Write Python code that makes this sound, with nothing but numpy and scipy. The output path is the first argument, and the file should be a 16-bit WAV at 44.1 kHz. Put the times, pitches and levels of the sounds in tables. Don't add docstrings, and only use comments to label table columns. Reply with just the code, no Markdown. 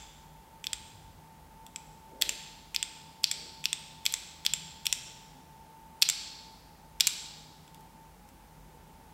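import sys
import numpy as np
from scipy import signal
from scipy.fft import rfft, irfft
from scipy.io import wavfile
from scipy.ndimage import uniform_filter1d

SR = 44100
rng = np.random.default_rng(int(sys.argv[2]) if len(sys.argv) > 2 else 0)


def output_pcm(signal):
    pcm = np.clip(np.atleast_2d(signal).T, -1, 1) * 32767
    wavfile.write(sys.argv[1], SR, np.round(pcm).astype(np.int16))


N = 402633
LEAD = SR // 2

# strike_s, level_db (relative), chatter_share (0-1), spring_db (relative), favoured_hz
KEY_PRESSES = [(0.6691, -4, 0.01, 0, 3450), (2.2219, 5.5, 0.31, 1.5, 2050), (2.7624, 1, 0.01, -5, 5000),
               (3.242, 7, 0, 3, 4550), (3.656, 2.5, 0.04, 1, 2780), (4.0637, 4, 0.15, 5, 2150),
               (4.4643, 4.8, 0.04, 1, 3330), (4.8673, 2, 0.32, 4, 5580), (6.0225, 9.7, 0.01, -2, 4440),
               (6.0262, 5.5, 0, -2, 2502), (6.028, -0.5, 0.6, 12, 4250), (7.0072, 8.5, 0.06, -1, 3700),
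               (7.0093, 2.5, 0.3, 9.5, 5160)]


def amp(db):
    return 10 ** (np.asarray(db) / 20)


def unit(x):
    return x / np.sqrt(np.mean(x ** 2) + 1e-20)


def read(points, hz):
    point_hz, value = np.transpose(points)
    return np.interp(np.log(hz + 1), np.log(point_hz), value)


def bell(hz, centre_hz, width_hz):
    return np.exp(-2 * ((hz - centre_hz) / width_hz) ** 2)


def add(mix, start_s, sound):
    part = mix[..., max(round(start_s * SR), 0):][..., :sound.shape[-1]]
    part += sound[..., :part.shape[-1]]


def narrow_noise(centre_hz, width_hz, count):
    spectrum = rfft(rng.standard_normal(count))
    spectrum *= bell(np.fft.rfftfreq(count, 1 / SR), centre_hz, width_hz)
    return unit(irfft(spectrum, count))


def presses(shove_db=-22.5):
    square_housing_db, slant_housing_db, housing_per_blow_db = 3.5, -20, 0.26
    square_hard_db, slant_hard_db = -2, 10.5
    base_throw_db, slant_throw_db, throw_per_db = -4.5, 3.5, 0.3732
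    out = np.zeros((2, N + LEAD))
    for strike_s, level_db, chatter, spring_db, favoured_hz in KEY_PRESSES:
        housing_db = square_housing_db + slant_housing_db * chatter + housing_per_blow_db * level_db
        hard_db = square_hard_db + slant_hard_db * chatter
        throw_db = base_throw_db + slant_throw_db * chatter + throw_per_db * level_db
        ring = switch_ring(False, leaf_hz=7560, cap_db=0.2, housing_db=housing_db, spring_db=spring_db,
                           hard_db=hard_db, favoured_hz=favoured_hz, push_db=shove_db + level_db)
        blow = strike(ring, chatter, chatter_s=0.0019, room_db=throw_db)
        add(out, strike_s + LEAD / SR, amp(level_db) * blow)
    return out


def releases(gain_db=1.72, base_housing_db=1.1, base_spring_db=3.0, shove_db=-15.5):
    # strike_s, level_db (relative), chatter_share (0-1), bright_db (relative), leaf_hz, favoured_hz
    returns = [(-0.15, 1, 0.4, -6, 7350, 3340), (0.7319, -4.5, 0.43, -6, 8530, 3540),
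               (1.7603, -12, 0.45, -6.5, 7700, 1860), (2.2925, -1.8, 0.7, -1, 7500, 2810),
               (2.828, -2.3, 0.35, -6, 8400, 3520), (3.3136, -2.5, 0.72, -4.5, 7700, 4650),
               (3.7299, -1.5, 0.36, -7, 8370, 3550), (4.1396, -1.5, 0.45, -2.5, 7930, 2120),
               (4.5364, 0.5, 0.44, -2, 7360, 3270), (4.9267, 1.5, 0.58, -1.5, 7600, 5540),
               (6.0888, 1, 0.6, -1.3, 7600, 6000), (6.0983, -5, 0, -8, 7500, 4345),
               (6.0997, -0.5, 0.26, 2, 7500, 4340), (7.0705, 3.5, 0.55, 4, 7470, 4310),
               (7.0747, 0.5, 0.35, -0.5, 7600, 4340)]
    housing_per_db, spring_per_db = 0.22, 0.47
    base_throw_db, chatter_throw_db = -4.5, 6
    out = np.zeros((2, N + LEAD))
    for strike_s, level_db, chatter, bright_db, leaf_hz, favoured_hz in returns:
        housing_db = base_housing_db + housing_per_db * bright_db
        spring_db = base_spring_db + spring_per_db * bright_db
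        throw_db = base_throw_db + chatter_throw_db * chatter
        ring = switch_ring(True, leaf_hz, cap_db=0.06, housing_db=housing_db, spring_db=spring_db,
                           hard_db=bright_db, favoured_hz=favoured_hz, push_db=shove_db + level_db)
        blow = strike(ring, chatter, chatter_s=0.0027, room_db=throw_db)
        add(out, strike_s + LEAD / SR, amp(level_db + gain_db) * blow)
    return out


def ticks(base_cap_db=5.5, base_hard_db=3.0, shove_db=-20):
    # strike_s, level_db (relative), bright_db (relative)
    cap_ticks = [(0.642, -12, -5), (1.6654, -24, 3.5), (2.2151, -4.5, 2), (2.7462, -8.5, -5.5),
                 (2.749, -11, -2), (3.6409, -12.5, -4), (4.0546, -5.5, 3), (4.1241, -12, 8),
                 (4.4508, -10, -3.5), (4.8563, -8, 1), (7.0003, -6, 0), (7.6786, -32, -1), (7.7458, -29, 5),
                 (7.8087, -36.5, 9), (8.2895, -33.5, 7)]
    out = np.zeros((2, N + LEAD))
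    for strike_s, level_db, bright_db in cap_ticks:
        ring = switch_ring(True, leaf_hz=7710, cap_db=base_cap_db - bright_db, housing_db=1.4,
                           spring_db=-0.5, hard_db=base_hard_db + bright_db, favoured_hz=3400,
                           push_db=shove_db + level_db)
        blow = strike(ring, chatter=0.4, chatter_s=0.0025, room_db=2.5)
        add(out, strike_s + LEAD / SR, amp(level_db) * blow)
    return out


def stem_rubs(same_stroke_s=0.05):
    base_travel_s, base_rub_db, rub_per_db = 0.021, -49.5, 1.53
    out, previous_s = np.zeros(N + LEAD), -np.inf
    ring = switch_ring(True, leaf_hz=7930, cap_db=-3.5, housing_db=-2.0, spring_db=-4.0,
                       hard_db=4.0, favoured_hz=3410, push_db=-24.0)
    for strike_s, level_db, *_ in KEY_PRESSES:
        if strike_s - previous_s > same_stroke_s:
            travel_s = base_travel_s / amp(level_db)
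            count = int(travel_s * SR)
            rub = rng.standard_normal(count) * signal.windows.tukey(count, 0.3)
            rub_gain = amp(base_rub_db + rub_per_db * level_db)
            add(out, strike_s - travel_s + LEAD / SR, rub_gain * np.convolve(rub, ring))
        previous_s = strike_s
    return out


def strike(ring, chatter, chatter_s, room_db, count=16):
    when = (np.arange(count) + 1 + rng.random(count)) / count
    rebounds = np.zeros(SR // 100)
    at = np.minimum(when * chatter_s * SR, len(rebounds) - 1).astype(int)
    rebounds[at] = rng.choice([-1, 1], count) * np.exp(-1.3 * when ** 2)
    spectrum = rfft(rebounds)
    rebounds = irfft(spectrum / np.sqrt(abs(spectrum) + 1e-9), len(rebounds))
    share = np.clip(chatter, 0, 1)
    click = np.convolve(rebounds, ring)
    click *= np.sqrt(share) / np.linalg.norm(click)
    click[:len(ring)] += np.sqrt(1 - share) * ring
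    thrown = 0.8 * click + np.pad(ring, (0, len(click) - len(ring)))
    direct = click / np.linalg.norm(click)
    return np.array([direct, amp(room_db) * thrown / np.linalg.norm(thrown)])


def switch_ring(released, leaf_hz, cap_db, housing_db, spring_db, hard_db, favoured_hz, push_db, size=2048):
    # mode_hz, width_hz, pressed_db (relative), released_db (relative)
    modes = [(980, 400, -22.5, -12), (2360, 344, -16, -8.5), (2620, 350, -6, -7.5), (3050, 330, -17, -13),
             (3440, 330, -0.5, -3.5), (4310, 270, -6, -27.5), (4799, 470, -6.5, -11.5), (5460, 500, -5, -9),
             (6690, 1600, -38, -10), (7540, 450, -15, -2.5), (8680, 190, -12.5, -10.5),
             (9480, 300, -24.5, -35.5), (12361, 1952, -16, -16.5), (14625, 700, -31, -30.5)]
    hz = abs(np.fft.fftfreq(size, 1 / SR)) + 1
    leaf = (leaf_hz, 105, -10.5, 1.8)
    power = 0
    for mode_hz, width_hz, pressed_db, released_db in [*modes, leaf]:
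        mode_db = released_db if released else pressed_db
        power = power + amp(mode_db) ** 2 / (1 + (2 * (hz - mode_hz) / width_hz) ** 2)
    small_hz, board_hz = 1750, 220
    radiated = 1 / (1 + (small_hz / hz) ** 4)
    shoved = amp(push_db) ** 2 / (1 + (board_hz / hz) ** 2)
    power *= radiated + shoved
    colour_db = cap_db * bell(hz, 2244, 1400)
    colour_db += housing_db * bell(hz, 5000, 2000)
    colour_db += spring_db * bell(hz, 7600, 2200)
    colour_db += hard_db * np.clip((hz - 8000) / 1800, 0, 1)
    colour_db += 5.0 * bell(hz, favoured_hz, 420)
    log_gain = np.log(power) / 2 + np.log(amp(colour_db))
    ring = np.fft.ifft(np.exp(np.conj(signal.hilbert(log_gain)))).real[:size // 2]
    ring = disperse(ring)
    return ring / np.linalg.norm(ring)


def disperse(x):
    lag_hz, pole_radius = 4800, 0.72
    poles = [1, -2 * pole_radius * np.cos(2 * np.pi * lag_hz / SR), pole_radius ** 2]
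    return signal.lfilter(poles[::-1], poles, x)


def room(x, room_db):
    # band_hz, t60_s
    decay = [(500, 2), (1500, 1.26), (2600, 1), (3600, 1.1551), (5200, 1.2), (7500, 0.92), (10000, 0.62),
             (14000, 0.58)]
    # band_hz, level_db (relative)
    colour = [(400, -5), (1500, 3.5), (2600, 0.2), (3100, 1.5), (3480, -4), (3900, 3.5), (4400, 0),
              (5500, -2.5), (6600, -1), (7700, -2), (9200, 1), (14000, -5.5)]
    # delay_s, level_db (relative to the sound entering the room)
    reflections = [(0.0040, -17), (0.0079, -27), (0.0103, -25.5), (0.0214, -34), (0.0256, -35.5)]
    count = SR * 3 // 2
    taps = rng.standard_normal(count) * (rng.random(count) < 0.3)
    hz, t, spectrum = signal.stft(taps, SR, nperseg=256)
    decay_db = -60 * t / read(decay, hz)[:, None]
    spectrum *= amp(read(colour, hz)[:, None] + decay_db)
    tail = signal.istft(spectrum, SR, nperseg=256)[1][:count]
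    tail *= np.clip(np.arange(count) / SR / 0.0037, 0, 1)
    tail *= amp(room_db) / np.linalg.norm(tail)
    for delay_s, level_db in reflections:
        add(tail, delay_s, amp([level_db]))
    return signal.fftconvolve(x, tail)[:len(x)]


def keys():
    light, down, up = ticks() + stem_rubs(), presses(), releases()
    direct = light[0] + down[0] + up[0]
    wet = room(light[1], room_db=-11.0) + room(down[1], room_db=-10.0) + room(up[1], room_db=-9.5)
    return (direct + wet)[LEAD:]


def whine(waver_hz=2.5, flutter=0.23, gain_db=0.5, drift_db=1.5, drift_hz=5):
    # time_s, level_db (before gain and drift)
    strength = [(0.0, -63.5), (1.8, -59.5), (4.04, -59.5), (4.65, -65.5), (5.11, -61), (6.03, -57.5),
                (6.05, -64), (6.53, -58), (6.58, -67.5), (7.22, -62), (7.35, -67.5), (8.03, -60.5),
                (8.16, -69), (9.13, -67)]
    centre_hz = 891.5
    level_db = gain_db + np.interp(np.arange(N) / SR, *np.transpose(strength))
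    level = amp(level_db + drift_db * narrow_noise(0, drift_hz, N))
    turns = np.cumsum(centre_hz + waver_hz * narrow_noise(0, 8, N)) / SR
    return level * unit(np.sin(2 * np.pi * turns) * (1 + flutter * narrow_noise(0, 25, N)))


def rustles():
    # middle_s, length_s, centre_hz, width_hz, level_db (rms before the fades)
    swells = [(1.0, 0.93, 90, 45, -59), (2.24, 0.43, 430, 440, -55.5), (3.43, 0.32, 400, 410, -59.5),
              (3.63, 0.16, 165, 32, -56), (4.6, 0.5, 158, 44, -57), (5.08, 0.42, 129, 25, -61),
              (5.371, 0.25, 254, 30, -63.5), (8.75, 0.51, 443, 220, -66.5)]
    out = np.zeros(N)
    for middle_s, length_s, centre_hz, width_hz, level_db in swells:
        count = int(length_s * SR)
        swell = narrow_noise(centre_hz, width_hz, count) * signal.windows.tukey(count, 0.8)
        add(out, middle_s - length_s / 2, amp(level_db) * swell)
    return out


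def air():
    # (per Hz, relative)
    spectrum_shape = [(18, -50), (26, -20.5), (38, -6.5), (55, -2), (80, -6.5), (105, -16.5), (165, -7),
                      (228, -11), (337, -15), (678, -18), (870, -11), (1120, -21), (4180, -30),
                      (15500, -33)]
    # centre_hz, width_hz, level_db (rms)
    drones = [(49, 3.3, -64), (76, 11, -70.5), (120, 5, -76.5), (154.8, 8, -64), (177, 14, -73),
              (252.5, 10, -78), (770, 25, -77), (836, 7.1, -70), (97, 12, -78), (912, 73, -72)]
    # time_s, level_db (rms)
    rumble_level = [(0.0, -59), (0.48, -65), (2.82, -63), (3.0, -79), (3.07, -72.5), (5.06, -64),
                    (5.74, -71), (5.8, -60), (5.97, -72.5), (6.89, -61.5), (7.5, -69), (8.82, -59),
                    (9.13, -66)]
    hiss_db = -64
    hz = np.fft.rfftfreq(N, 1 / SR)
    spectrum = rfft(rng.standard_normal(N)) * amp(read(spectrum_shape, hz))
    hiss_rms = np.std(irfft(spectrum * (hz > 1200) * (hz < 15000), N))
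    sound = amp(hiss_db) * irfft(spectrum, N) / hiss_rms
    for centre_hz, width_hz, level_db in drones:
        sound += amp(level_db) * narrow_noise(centre_hz, width_hz, N)
    rumble = irfft(rfft(sound) / (1 + (hz / 66) ** 8), N)
    level = amp(np.interp(np.arange(N) / SR, *np.transpose(rumble_level)))
    evened = rumble / np.sqrt(uniform_filter1d(rumble ** 2, SR // 2))
    return sound - rumble + level * evened


def scene():
    # band_hz, level_db (relative)
    side_level = [(40, -22), (200, -27), (500, -18), (900, -37.5), (1800, -28), (4200, -25), (7000, -21),
                  (14000, -11.5)]
    middle = keys() + air() + whine() + rustles()
    side_gain = amp(read(side_level, np.fft.rfftfreq(N, 1 / SR)))
    side = irfft(rfft(air()) * side_gain, N)
    return np.array([middle + side, middle - side])


def record(dry):
    cut_hz = 15900
    rounded = dry / (1 + (dry / 0.7) ** 6) ** (1 / 6)
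    low_pass = signal.firwin(255, cut_hz, window=("kaiser", 8), fs=SR)
    return signal.oaconvolve(rounded, low_pass[None], "same", axes=1)


dry = scene()
out = record(dry)
output_pcm(out)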